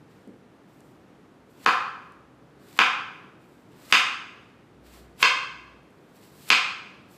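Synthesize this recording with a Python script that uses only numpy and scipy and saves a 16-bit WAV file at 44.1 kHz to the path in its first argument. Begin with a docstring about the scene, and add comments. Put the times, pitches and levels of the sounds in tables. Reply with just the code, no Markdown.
"""A broad knife cuts slices off firm raw fruit on a wooden board in a hard-walled kitchen.
Each chop knocks the board in two quick touches, ringing its modes; the walls echo every knock alike.
Before it the blade hisses through the flesh: grainy, coloured noise that grows with depth.
Soft slides, light knocks and small wet ticks come between the chops.
A quiet room tone of shaped noise and a wavering low hum lie underneath."""
import sys
import numpy as np
from scipy import signal
from scipy.fft import rfft, irfft
from scipy.io import wavfile
from scipy.ndimage import uniform_filter1d

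SR = 44100
rng = np.random.default_rng(int(sys.argv[2]) if len(sys.argv) > 2 else 0)


def master(y):
    """Save y as 16-bit WAV."""
    cut = np.clip(np.atleast_2d(y).T, -1, 1)
    pcm = np.round(cut * 32767)  # scale
    wavfile.write(sys.argv[1], SR, pcm.astype(np.int16))


N = 316197  # length in samples
HZ = np.fft.rfftfreq(N, 1 / SR) + 1  # the added 1 Hz keeps the logarithm finite

# The blade meets the board. Each row: full blow in seconds, level in dB, contact time in ms,
# lead of the first touch in ms, first touch in dB relative to the blow, then dB offsets of the
# thud, hollow, upper and top modes, and the crack in dB.
CHOPS = [(1.6618, -2, 0.05, 1.624, -14, -2.5, -1, -3, -2.5, -12.5),
         (2.7896, 1, 0.042, 1.262, -19, -3.5, -2.5, 3, 0.5, -11.5),
         (3.9247, 2, 0.027, 1.07, -14.5, -3.5, -5.5, 5, 3.5, -2.5),
         (5.2290, -5, 0.029, 1.886, 4.5, -2, -2, 5.5, 4.5, -9),
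         (6.5024, 0.5, 0.034, 1.2, -22, -1, -3, 8, 8.5, -6.5)]


def undb(db):
    """Turn decibels into an amplitude factor."""
    return 10 ** (np.asarray(db) / 20)


def level(x, db):
    """Scale x to an RMS level in dB."""
    return x * undb(db) / np.sqrt(np.mean(x ** 2))


def add(track, s, sound):
    """Lay a short sound onto a track, starting at s seconds."""
    i = int(s * SR)
    track[i:i + len(sound)] += sound[:N - i]


def coloured(table, x):
    """Filter x by a curve through (Hz, dB) points, straight over log frequency."""
    hz, db = np.transpose(table)
    gain = undb(np.interp(np.log(HZ), np.log(hz), db))
    return irfft(rfft(x) * gain, N)


def walk(rate):
    """Random levels held 1 / rate seconds and smoothed twice; spread near 1."""
    k = int(SR / rate)
    steps = np.repeat(rng.standard_normal(N // k + 1), k)
    smooth = uniform_filter1d(uniform_filter1d(steps, k), k)
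    return 1.5 * smooth[:N]


def scatter(spread_ms):
    """A click smeared in time: every narrow band arrives at its own moment, none louder than the rest."""
    hz = np.fft.rfftfreq(1024, 1 / SR)
    arrivals = rng.random(size=60)
    late_s = np.interp(hz, np.linspace(0, SR / 2, num=60), arrivals) * spread_ms / 1000
    # delay is the slope of phase over frequency
    phase = 2 * np.pi * np.cumsum(late_s) * hz[1]
    return irfft(np.exp(-1j * phase))


def knock(contact_ms, thud_db, hollow_db, upper_db, top_db):
    """One touch rings the board modes; a longer contact is duller. Peak 1."""
    # Modes of the wooden board. Each row: frequency in Hz, level in dB, 60 dB decay time in seconds.
    board_modes = [(208, -21.5, 0.045), (239, -16.5, 0.029), (529, -20, 0.027), (751, -16, 0.035),
                   (1053, -4.5, 0.023), (1305, -2.5, 0.015), (1625, 0, 0.0085), (2174, -3.5, 0.009),
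                   (2534, 1.5, 0.012), (2661, 2, 0.008), (3106, -1, 0.0068), (3680, -8, 0.012),
                   (4230, -7.5, 0.0094), (4830, -6.5, 0.0083), (5370, -7.5, 0.0051), (6373, -9, 0.0058),
                   (7530, -11, 0.0039), (8300, -19, .0025)]
    thud_hz, hollow_hz, body_hz, upper_hz = 650, 1200, 1900, 4000  # upper edges of the mode groups
    t = np.arange(4096) / SR
    hz, db, t60 = np.transpose(board_modes)[:, :, None]
    # where the blade lands decides which groups of modes speak
    groups = [hz < thud_hz, hz < hollow_hz, hz < body_hz, hz < upper_hz]
    db = db + np.select(groups, [thud_db, hollow_db, 0, upper_db], top_db)
    signs = (-1) ** np.arange(len(board_modes))[:, None]
    decay = np.exp(-np.log(1000) * t / t60)
    ring = np.sum(signs * undb(db) * np.sin(2 * np.pi * hz * t) * decay, axis=0)
    push = t * np.exp(-1000 * t / contact_ms)
    out = signal.fftconvolve(ring, push)[:len(t)]
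    return out / np.abs(out).max()


def board():
    """Chops of two touches with a short crack of the last fibres, then the light knocks and a set-down."""
    # The flesh gives way with a light knock. Each row: time in seconds, level in dB, brightness in dB.
    gives = [(1.651, -45, -5), (2.766, -38, 2), (2.777, -40, 3.5), (3.9012, -35, 6.5), (5.2040, -29.5, 6.5),
             (6.478, -39.5, 9)]
    give_contact_ms = 0.065
    roll_hz, roll_ms, roll_db = 3950, 2.419, 0.5  # modes above roll_hz are smeared over roll_ms
    crack_ms = 6.5
    margin = 96  # samples of silence around a knock, for the two-way filter
    out = np.zeros(N)
    fibres = signal.butter(1, [4200, 11000], "band", fs=SR, output="sos")
    split = signal.butter(6, roll_hz, fs=SR, output="sos")
    for s, db, contact_ms, lead_ms, first_db, *groups_db, crack_db in CHOPS:
        first_s = s - lead_ms / 1000
        whole = np.pad(knock(contact_ms, *groups_db), margin)
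        blow = signal.sosfiltfilt(split, whole)
        add(out, s - margin / SR, undb(db) * blow)
        add(out, first_s - margin / SR, undb(db + first_db) * blow)
        # the edge rolls down along its length: the high modes are set off one after another,
        # not in two clean touches
        both = np.hypot(1, undb(first_db))
        rolled = signal.fftconvolve(whole - blow, scatter(roll_ms))
        add(out, first_s - margin / SR, undb(db + roll_db) * both * rolled)
        crack = signal.sosfilt(fibres, scatter(crack_ms))
        add(out, first_s, undb(crack_db) * crack)
    for s, db, bright_db in gives:
        light = knock(give_contact_ms, -bright_db, -bright_db / 2, bright_db, bright_db)
        add(out, s, undb(db) * light)
    # one dull set-down: long contact, strong thud modes
    set_down = knock(contact_ms=1.0, thud_db=20, hollow_db=0, upper_db=0, top_db=0)
    add(out, 0.2732, undb(-37.5) * set_down)
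    # the knocks carry no deep bass
    return signal.sosfilt(signal.butter(2, 130, "high", fs=SR, output="sos"), out)


def strokes(t):
    """Gain and brightness of every cut, louder with depth until the last tear, and of every slide."""
    # The blade goes through the flesh, one cut per chop. Each row: start in seconds, level at the
    # end in dB, rise in dB, brightness in dB, last tear in dB, lead of the tear on the chop in ms.
    cuts = [(1.575, -55, 17, -5, -55, 14), (2.60, -54, 18, -1.5, -53, 11),
            (3.77, -52, 16.5, -2, -44.5, 8.8), (5.205, -42.5, 5, -2.5, -41.5, 4),
            (6.33, -50.5, 15, 4, -39.5, 9.5)]
    # Blade and fingers slide over the wet flesh. Each row: start in seconds, hold in seconds,
    # level in dB, brightness in dB.
    slides = [(.11, .1, -76, -7), (0.69, 0.23, -72.5, 11), (1.504, 0.04, -69.5, 3), (3.42, 0.18, -73.5, 2),
              (3.72, 0.025, -72.5, -7), (4.868, 0.094, -60.5, -3.5), (5.897, .2, -79.5, -1.5),
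              (6.16, 0.12, -65.5, 2.5), (7.115, .1, -61, 14)]
    tear_rise_ms, tear_fall_ms = 5.4, 2
    entry_db_s, attack_db_s, release_db_s = 900, 497.5, 139  # slopes in dB per second
    for (start, db, rise_db, bright_db, tear_db, lead_ms), (chop, *_) in zip(cuts, CHOPS):
        ms = 1000 * (t - chop) + lead_ms  # time from the tear
        stop = np.exp(-(np.maximum(ms, 0) / tear_fall_ms) ** 2)
        # louder the deeper the blade goes, then the last flesh tears at once
        depth = np.clip((t - start) / (chop - lead_ms / 1000 - start), 0, 1)
        entry_db = entry_db_s * np.maximum(start - t, 0)
        press = undb(db - rise_db * (1 - depth) - entry_db)
        tear = undb(tear_db) * np.exp(np.minimum(ms, 0) / tear_rise_ms)
        yield stop * (press + tear), bright_db
    for start, hold, db, bright_db in slides:
        before_db = attack_db_s * np.maximum(start - t, 0)
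        after_db = release_db_s * np.maximum(t - start - hold, 0)
        yield undb(db - before_db - after_db), bright_db


def rubbing():
    """Grainy hiss of tearing cells; a brighter stroke carries less of the low part."""
    # Colour of the hiss. Each row: frequency in Hz, level in dB.
    rub_colour = [(500, -6), (1200, -1), (2500, -2), (4500, -2), (6500, -8.5), (7700, -2), (9500, -9),
                  (13500, -4), (16000, -8.5)]
    noise = rng.standard_normal(N)
    grain_db = 1.8 * rng.exponential(size=N) + 1.1 * walk(60) + 1.7 * walk(14)
    hiss = level(coloured(rub_colour, noise * undb(grain_db)), 0.1)
    low = signal.sosfilt(signal.butter(1, 4000, fs=SR, output="sos"), hiss)
    high = hiss - low
    out = np.zeros(N)
    for gain, bright_db in strokes(np.arange(N) / SR):
        out += gain * (low * undb(-bright_db) + high)
    return out


def ticks():
    """Each small wet tick is a sine burst that dies within a few cycles."""
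    # Each row: time in seconds, level in dB before the decay, pitch in Hz.
    wet_ticks = [(.276, -47, 9000), (0.806, -41, 8200), (2.1222, -46, 9000), (3.7205, -54, 9000),
                 (5.833, -53, 13000), (5.906, -52, 9000)]
    out = np.zeros(N)
    t = np.arange(200) / SR
    for s, db, hz in wet_ticks:
        burst = np.sin(2 * np.pi * hz * t) * np.exp(-t * hz / 0.81)
        add(out, s, undb(db) * burst)
    return out


def kitchen():
    """Echo pattern of the room: direct path, single echoes, then a dense tail that dies band by band."""
    # Decay between the hard walls. Each row: frequency in Hz, 60 dB decay time in seconds.
    walls = [(150, 0.1), (400, 0.48), (1040, 0.63), (2760, 0.52), (5000, 0.47), (8000, 0.44), (13000, 0.26)]
    # Room modes that ring above the rest of the tail. Each row: frequency in Hz, level in dB,
    # 60 dB decay time in seconds.
    rings = [(1066, -56, .65), (1155, -55, .65), (1245, -53, .65), (1331, -51, .65), (1547, -48, .65),
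             (2417, -48, .6), (2596, -52, .6), (2815, -52, .6), (3125, -55, .55)]
    # First echoes from near surfaces. Each row: delay in ms, level in dB.
    first_echoes = [(4.8, -8.5), (10.2, -5), (14.7, -8.5), (21, -9), (27.5, -13), (31, -12.5)]
    wall_db, build_up_s = 1.5, 0.013
    late_db, late_stretch = -13.5, 1.866
    t = np.arange(SR) / SR
    hz, t60 = np.transpose(walls)
    tail = 0
    for centre in 125 * 2 ** np.arange(0, 7.1, .25):  # quarter-octave bands
        edges = [centre / 2 ** .125, centre * 2 ** .125]
        band = signal.butter(2, edges, "band", fs=SR, output="sos")
        fall = np.log(1000) * t / np.interp(np.log(centre), np.log(hz), t60)
        # the rooms next door hand some sound back later
        decay = np.exp(-fall) + undb(late_db) * np.exp(-fall / late_stretch)
        tail = tail + signal.sosfiltfilt(band, rng.standard_normal(SR)) * decay
    build_up = 1 - np.exp(-(t / build_up_s) ** 2)
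    dense = build_up * tail
    path = dense * undb(wall_db) / np.sqrt(np.sum(dense ** 2))
    for (ring_hz, db, ring_s), turn in zip(rings, rng.random(len(rings))):
        ring = np.sin(2 * np.pi * (ring_hz * t + turn)) * np.exp(-np.log(1000) * t / ring_s)
        path += build_up * undb(db) * ring
    echoes = np.zeros(SR)
    for ms, db in first_echoes:
        echoes[int(ms * SR / 1000)] = undb(db)
    # rough surfaces scatter the treble of an echo
    path += signal.sosfilt(signal.butter(1, 6500, fs=SR, output="sos"), echoes)
    path[0] = 1  # direct path
    return path


def background():
    """Room tone that swells a little and favours the room modes, and a low hum that comes and goes."""
    # Colour of the room tone. Each row: frequency in Hz, relative level in dB per Hz.
    tone_colour = [(15, -77.5), (25, -21), (48, -23), (127, -6), (185, -3), (212, -7), (301, -2.5),
                   (405, -5), (624, -11.5), (1440, -17.5), (5280, -35), (14000, -44.5), (16000, -55.5)]
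    # Room modes that stand out of the tone. Each row: frequency in Hz, width in Hz, peak in dB.
    tone_modes = [(63.4, 9, 11.5), (105, 6.4, 9), (129, 4, 7), (144, 9.7, 4.5), (196, 9, 6), (246, 33, 3.5),
                  (301, 1.3, 7)]
    # The hum swells. Each row: loudest moment in seconds, level in dB, width in seconds.
    hum_swells = [(2.25, -69.5, .35), (4.98, -55, .2), (5.66, -62, .2)]
    tone_db, hum_rest_db, hum_hz = -53.5, -90, 63
    modes = 1
    for hz, width, db in tone_modes:
        modes = modes + (undb(db) - 1) / (1 + (2 * (HZ - hz) / width) ** 2)
    tone = coloured(tone_colour, irfft(rfft(rng.standard_normal(N)) * modes, N))
    wavering_hz = hum_hz * (1 + 0.014 * walk(3))
    hum = np.sqrt(2) * np.sin(2 * np.pi * np.cumsum(wavering_hz) / SR)  # RMS 1
    t = np.arange(N) / SR
    swell = undb(hum_rest_db)
    for s, db, width in hum_swells:
        swell = swell + undb(db) * np.exp(-((t - s) / width) ** 2)
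    return level(tone * undb(.5 * walk(4.7)), tone_db) + hum * swell


def scene():
    """Knocks fill the room fully; the faint close sounds are mostly direct."""
    close = rubbing() + ticks()
    into_room = board() + undb(-8.0) * close
    wet = signal.fftconvolve(into_room, kitchen())[:N]
    return (wet + close + background())[None]


def record(dry):
    """The microphone droops in the top octave, rounds the loudest peaks and cuts the deep bass and the top."""
    droop = signal.sosfilt(signal.butter(2, 14500, fs=SR, output="sos"), dry)
    rounded = droop / (1 + (np.abs(droop) / .96) ** 6) ** (1 / 6)
    no_bass = signal.sosfilt(signal.butter(2, 42, "high", fs=SR, output="sos"), rounded)
    # steep top cut at 15.3 kHz
    return signal.sosfilt(signal.ellip(10, .2, 70, 15300, fs=SR, output="sos"), no_bass)


dry = scene()
out = record(dry)
master(out)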